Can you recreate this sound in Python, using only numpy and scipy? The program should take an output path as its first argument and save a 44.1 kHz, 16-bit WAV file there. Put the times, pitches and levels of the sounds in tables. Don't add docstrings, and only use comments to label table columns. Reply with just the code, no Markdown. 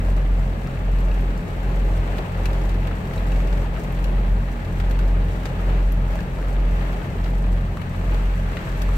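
import sys
import numpy as np
from scipy import signal
from scipy.fft import rfft, irfft, next_fast_len
from scipy.io import wavfile
from scipy.ndimage import map_coordinates

SR = 44100
rng = np.random.default_rng(int(sys.argv[2]) if len(sys.argv) > 2 else 0)


def store_pcm(level_fs):
    pcm = np.round(np.clip(level_fs, -1, 1) * 32767).astype(np.int16)
    wavfile.write(sys.argv[1], SR, np.atleast_2d(pcm).T)


N = 395577
TIME = np.arange(N) / SR


def amp(db):
    return 10 ** (np.asarray(db) / 20)


def unit(x):
    return x / np.sqrt(np.mean(x ** 2) + 1e-20)


def along(points, hz):
    f, v = np.transpose(points)
    return np.interp(np.log(hz + 1), np.log(f + 1), v)


def curves(rows):
    s, *cols = np.transpose(rows)
    return [np.interp(TIME, s, c) for c in cols]


def wobble(rate):
    knots = rng.standard_normal(int(N * rate / SR) + 4)
    return map_coordinates(knots, [TIME * rate])


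def swell(at, rise, fall):
    width = np.where(TIME < at, rise, fall)
    return np.exp(-((TIME - at) / width) ** 2)


def filtered(x, response):
    n = x.shape[-1]
    m = next_fast_len(n + 4096)
    spectrum = rfft(x, m) * response(np.fft.rfftfreq(m, 1 / SR))
    return irfft(spectrum, m)[..., :n]


def add(track, s, sound):
    room = track[:, max(round(s * SR), 0):][:, :sound.shape[1]]
    room += sound[:, :room.shape[1]]


# (frequency [Hz], likeness [0-1])
PORT_LIKENESS = [(180, 0.98), (300, 0.91), (480, 0.63), (820, 0.7), (960, 0.27), (1500, 0.45), (2600, 0.11),
                 (4400, 0.083), (6000, .05)]
# (frequency [Hz], lead [s])
LEFT_LEAD = [(200, 0.000048), (480, 0.00011), (680, .00001), (830, 0.000028), (970, 0.00037),
             (4400, 0.000396)]


def in_cab(pair, spectrum):
    def mid_and_side(hz):
        turn = np.arccos(np.clip(along(PORT_LIKENESS, hz), 0, 1)) / 2
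        return amp(along(spectrum, hz)) * [np.cos(turn), np.sin(turn)]

    mid, side = filtered(pair, mid_and_side)
    right = filtered(mid - side, lambda hz: np.exp(-2j * np.pi * hz * along(LEFT_LEAD, hz)))
    ears = np.array([mid + side, right])
    return ears / np.std(ears.mean(0))


# (frequency [Hz], width [Hz], lift [dB])
CAB_RESONANCES = [(236, 20, 2), (314, 18, 3), (395, 20, 2.5), (440, 26, 2), (546, 26, 3), (598, 22, 2),
                  (655, 44, 3), (828, 40, 2.5), (1660, 90, 2), (2680, 170, 2), (3900, 130, 3),
                  (4500, 180, 3.5), (5750, 250, 3)]


def cab_colour(hz):
    lifts = (db / (1 + (2 * (hz - centre) / width) ** 2) for centre, width, db in CAB_RESONANCES)
    return amp(sum(lifts))


THUNDER_DB, THUNDER_FADE_DB_PER_S = -36.5, .1
ROLL_AT_S, ROLL_RISE_S, ROLL_FALL_S, ROLL_DB = 4.23, 0.42, 0.2, 7
# (frequency [Hz], relative level [dB per Hz])
THUNDER_SPECTRUM = [(12, -24), (26, -15), (37, -10), (45, -1), (51, 0), (60, -3), (76, -9), (110, -25),
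                    (250, -60)]


def thunder(waver_db=0.9):
    roll_db = ROLL_DB * swell(ROLL_AT_S, ROLL_RISE_S, ROLL_FALL_S)
    level_db = THUNDER_DB - THUNDER_FADE_DB_PER_S * TIME + roll_db + waver_db * wobble(2.99)
    return amp(level_db) * in_cab(rng.standard_normal((2, N)), THUNDER_SPECTRUM)


DRONE_DB, DRONE_ROLL_DB = -34.5, 3.5
# (frequency [Hz], relative level [dB per Hz])
DRONE_SPECTRUM = [(60, -45), (78, -4.5), (100, -2), (120, -3), (155, 1.5), (200, -1.5), (235, -5.5),
                  (270, -11.5), (450, -43), (1000, -72)]


def drone(shake=0.31, waver_db=1.0):
    roll_db = DRONE_ROLL_DB * swell(ROLL_AT_S, ROLL_RISE_S, ROLL_FALL_S)
    level_db = DRONE_DB + roll_db + waver_db * wobble(2.97)
    rate, first, _ = TRUCKS[0]
    firing = 1 + shake * np.cos(2 * np.pi * rate * (TIME - first))
    return amp(level_db) * in_cab(firing * rng.standard_normal((2, N)), DRONE_SPECTRUM)


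def pings(rate=110, db=-45, spread_db=1.0, pitch_hz=1900, octaves=.7, cycles=70):
    track, t = np.zeros((2, N)), np.arange(SR // 12) / SR
    for when, size, high, low, side in rng.random((int(rate * N / SR), 5)):
        hz = pitch_hz * 2 ** (2 * octaves * (high - low))
        level = db - spread_db * np.log(size + 0.035) - 14 * np.log10(hz / pitch_hz)
        fade = amp(level - 60 * t * hz / cycles)
        ring = np.sin(2 * np.pi * (hz * t + [[0], [side]])) * fade
        add(track, when * N / SR, ring)
    return track


# (time [s], relative level [dB], pitch [Hz])
PATS_AND_PLINKS = [(0.085, -25, 636), (0.673, -27, 1270), (1.114, -31, 2610), (1.224, -29, 560),
                   (2.457, -27, 2600), (2.912, -27.5, 1340), (3.178, -34.5, 3840), (3.319, -29, 2640),
                   (3.645, -28, 930), (3.773, -28, 1260), (5.455, -28, 1250), (6.156, -26, 540),
                   (6.19, -26.5, 1650), (6.386, -29, 1265), (7.772, -25, 1170), (8.392, -28, 600),
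                   (8.569, -28, 1880), (8.889, -28, 1180)]
# (multiple of its pitch, relative level [dB])
SHEET_MODES = [(.62, -7), (.93, -9), (1, 1), (1.09, -2.5), (1.47, -12.5), (2.1, -24)]


def pats_and_plinks(t60=0.044, pat_db=-1, pat_t60=0.02, pat_reach=1.5):
    track, t = np.zeros((2, N)), np.arange(SR // 6) / SR
    for s, db, pitch_hz in PATS_AND_PLINKS:
        plink = 0
        for k, level in SHEET_MODES:
            tone = np.sin(2 * np.pi * (k * pitch_hz * t + rng.random()))
            plink = plink + amp(level - 60 * t / t60) * tone
        noise = rng.standard_normal((2, len(t)))
        pat = unit(filtered(noise, lambda hz: 1 / (1 + (hz / (pat_reach * pitch_hz)) ** 2)))
        add(track, s, amp(db - 7.5) * (plink + amp(pat_db - 60 * t / pat_t60) * pat))
    return track


SMALL_DROPS_PER_S, SMALL_DROP, SMALL_SCATTER_DB = 1.8, (-40, -4.5, -15), 1.5
SMALL_FOLLOWS_RAIN = 1.4
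# (time [s], relative level [dB], relative tap [dB], relative splash [dB])
BIG_DROPS = [(1.3748, -35, -15, -17), (2.1824, -32.5, -1, -16), (2.4551, -26.5, -5, -16),
             (2.5301, -34, -6, -17), (2.6918, -35.5, -4, -15), (3.472, -35, -9, -21),
             (3.5264, -35, -2, -20), (3.5733, -38, -5, -17), (3.921, -44, -6, -5), (4.0412, -30, -5, -17),
             (4.7995, -33, 0.5, -17), (4.9095, -33, -2.5, -13), (4.9891, -32.5, -5, -19),
             (5.4548, -25.5, -5.5, -23), (5.9199, -36, -11, -5), (6.2038, -36.5, -9, -17),
             (7.2416, -34, -3, -26), (7.8152, -40.5, 5, -11), (8.143, -38, 1, -18), (8.5688, -39.5, 7, -18),
             (8.8174, -27.5, -7, -11.5)]


def window_drops(t60=0.039, tail_db=-25, tail_t60=0.25, rise=0.00098):
    track, t = np.zeros((2, N)), np.arange(SR // 8) / SR
    body_and_tail = amp(-60 * t / t60) + amp(tail_db - 60 * t / tail_t60)
    fade = body_and_tail * (1 - np.exp(-t / rise))
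    small = []
    for _ in range(int(SMALL_DROPS_PER_S * N / SR)):
        s = rng.random() * N / SR
        db, tap_db, splash_db = SMALL_DROP + SMALL_SCATTER_DB * rng.standard_normal(3)
        rain_db = np.interp(s, *np.transpose(RAIN_STRENGTH))
        small.append((s, db + SMALL_FOLLOWS_RAIN * rain_db, tap_db, splash_db))
    for s, db, tap_db, splash_db in list(BIG_DROPS) + small:
        # (frequency [Hz], level [dB])
        tap = [(400, tap_db - 2), (1500, tap_db + 7.0), (3700, tap_db + 3.0)]
        tick = [(5200, -7), (8000, -11)]
        splash = [(10000, splash_db - 0.5), (13000, splash_db + 5), (15800, splash_db - 7)]
        noise = rng.standard_normal((2, len(t)))
        burst = filtered(noise, lambda hz: amp(along(tap + tick + splash, hz)))
        add(track, s, amp(db + 5.5) * fade * burst * amp([[1], [-1]]))
    return track


def shower(rate, spread_db, t60, wash_db):
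    draws = rng.random((int(rate * N / SR), 3))
    size = amp(-spread_db * np.log(draws[:, 1] + .01))
    place = (draws[:, 0] * N).astype(int)
    ring = amp(-60 * np.arange(SR // 8) / SR / t60) ** 2
    shares = (.5 + draws[:, 2], 3 / 2 - draws[:, 2])
    energy = np.array([np.bincount(place, size ** 2 * share, N) for share in shares])
    energy = np.abs(signal.fftconvolve(energy, ring[None], axes=1)[:, :N])
    return np.sqrt(energy / energy.mean() + amp(wash_db) ** 2) * rng.standard_normal((2, N))


SLANT_START_S, SLANT_TAKES_S = 7.68, .55
# (level [dB], dB for each dB of rain, change with the slant [dB])
ON_ROOF, ON_PANELS, ON_GLASS = (-38, 0.98, -1.7), (-44, 1, 1.3), (-59, 0.95, 2.2)
FLURRY_RISE_S, FLURRY_FALL_S = 0.1, 0.078
# (time [s], level over the usual [dB])
RAIN_STRENGTH = [(0, -.3), (.4, -1.5), (1.05, -0.45), (1.8, 0.4), (2.7, 1), (3.05, 0.8), (3.35, 1.5),
                 (4.65, -1.55), (4.9, 0), (5.55, .3), (6, -1.7), (6.6, -0.4), (7.05, 0.7), (7.35, -1.5),
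                 (8, -2.5), (8.97, 1.4)]
# (time of the height [s], extra level [dB])
RAIN_FLURRIES = [(2.14, 2), (2.5, 0.8), (5.72, 2.5), (6.18, 2), (6.85, 2), (8.15, 3), (8.61, 1.5)]
# (frequency [Hz], relative level [dB per Hz])
ROOF_SPECTRUM = [(150, -33), (260, 0), (330, -1), (430, 0), (600, -2), (715, -5.5), (820, -5), (950, -7),
                 (1300, -23), (3000, -62)]
PANEL_SPECTRUM = [(600, -8), (950, 0.5), (1200, 3.5), (1450, 1), (1800, 1), (2250, -2.5), (2700, -5),
                  (3300, -9.5), (4300, -15.5), (5200, -25.5), (9000, -39)]
SPRAY_SPECTRUM = [(2500, -23), (4300, -1), (6300, 0.5), (7000, 0.5), (8100, 2), (9000, -5), (10500, -6.5),
                  (12300, -2), (14000, -6.5), (15800, -10)]


def rain(flutter_db=0.77, waver_db=0.29):
    strength_db = curves(RAIN_STRENGTH)[0] + waver_db * wobble(8)
    for s, db in RAIN_FLURRIES:
        strength_db = strength_db + db * swell(s, FLURRY_RISE_S, FLURRY_FALL_S)
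    slant = np.clip((TIME - SLANT_START_S) / SLANT_TAKES_S, 0, 1)
    roof_db, panel_db, spray_db = [db + follows * strength_db + slant_db * slant
                                   for db, follows, slant_db in (ON_ROOF, ON_PANELS, ON_GLASS)]
    spray_db = spray_db + flutter_db * wobble(14)
    roof = in_cab(shower(rate=300, spread_db=3.0, t60=0.09, wash_db=1.5), ROOF_SPECTRUM)
    panels = in_cab(shower(rate=260, spread_db=3, t60=.035, wash_db=4.0), PANEL_SPECTRUM)
    spray = in_cab(shower(rate=150, spread_db=3.5, t60=0.075, wash_db=1.5), SPRAY_SPECTRUM)
    return amp(roof_db) * roof + amp(panel_db) * panels + amp(spray_db) * spray


# (firing rate [1/s], time of a firing [s], phase offset of the tones [rad])
TRUCKS = [(45.012, .0001, .4), (43.76, .0156, 4.1), (44.825, .0231, .4), (41.668, .0191, 1),
          (32.51, .0244, 1), (38.503, .0258, 1)]
# (multiple of its firing rate, rms level before unsteadiness [dB])
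EXHAUST_TONES = [
    [(2 / 3, -50), (1, -22.5), (4 / 3, -52), (2, -36.9), (3, -43)],
    [(1, -25), (2, -38.8), (3, -36), (4, -37.6), (5, -54)],
    [(1 / 2, -51), (1, -38), (3 / 2, -47), (2, -39.5)],
    [(1, -40), (2, -45.5), (3, -51)],
    [(1, -43), (3 / 2, -45), (2, -45), (3, -46)],
    [(1, -46)],
]


def engines(unsteady_db=0.38):
    sound = np.zeros(N)
    for (rate, first, phase_offset), tones in zip(TRUCKS, EXHAUST_TONES):
        angle = 2 * np.pi * rate * (TIME - first)
        note = 0
        for k, db in tones:
            multiple = round(k * 6) / 6
            offset = phase_offset * (k - 1) ** 2
            note = note + amp(db) * np.cos(multiple * angle - offset)
        sound += np.sqrt(2) * note * amp(unsteady_db * wobble(14))
    return sound


# (frequency [Hz], left over right [dB])
LEFT_OVER_RIGHT = [(60, 4), (110, 4.5), (200, 0), (380, 2.5), (700, 1), (1290, 3.5), (2380, 3.0), (4400, 1),
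                   (8120, 0.5), (15000, 7.5)]


def scene():
    weather = thunder() + drone() + pings() + pats_and_plinks() + window_drops() + rain()
    nearer = lambda hz: amp(np.array([[.5], [-.5]]) * along(LEFT_OVER_RIGHT, hz))
    return engines() + filtered(weather, lambda hz: cab_colour(hz) * nearer(hz))


TOP_HZ = 15800


def record(dry):
    return filtered(dry, lambda hz: hz < TOP_HZ)


dry = scene()
out = record(dry)
store_pcm(out)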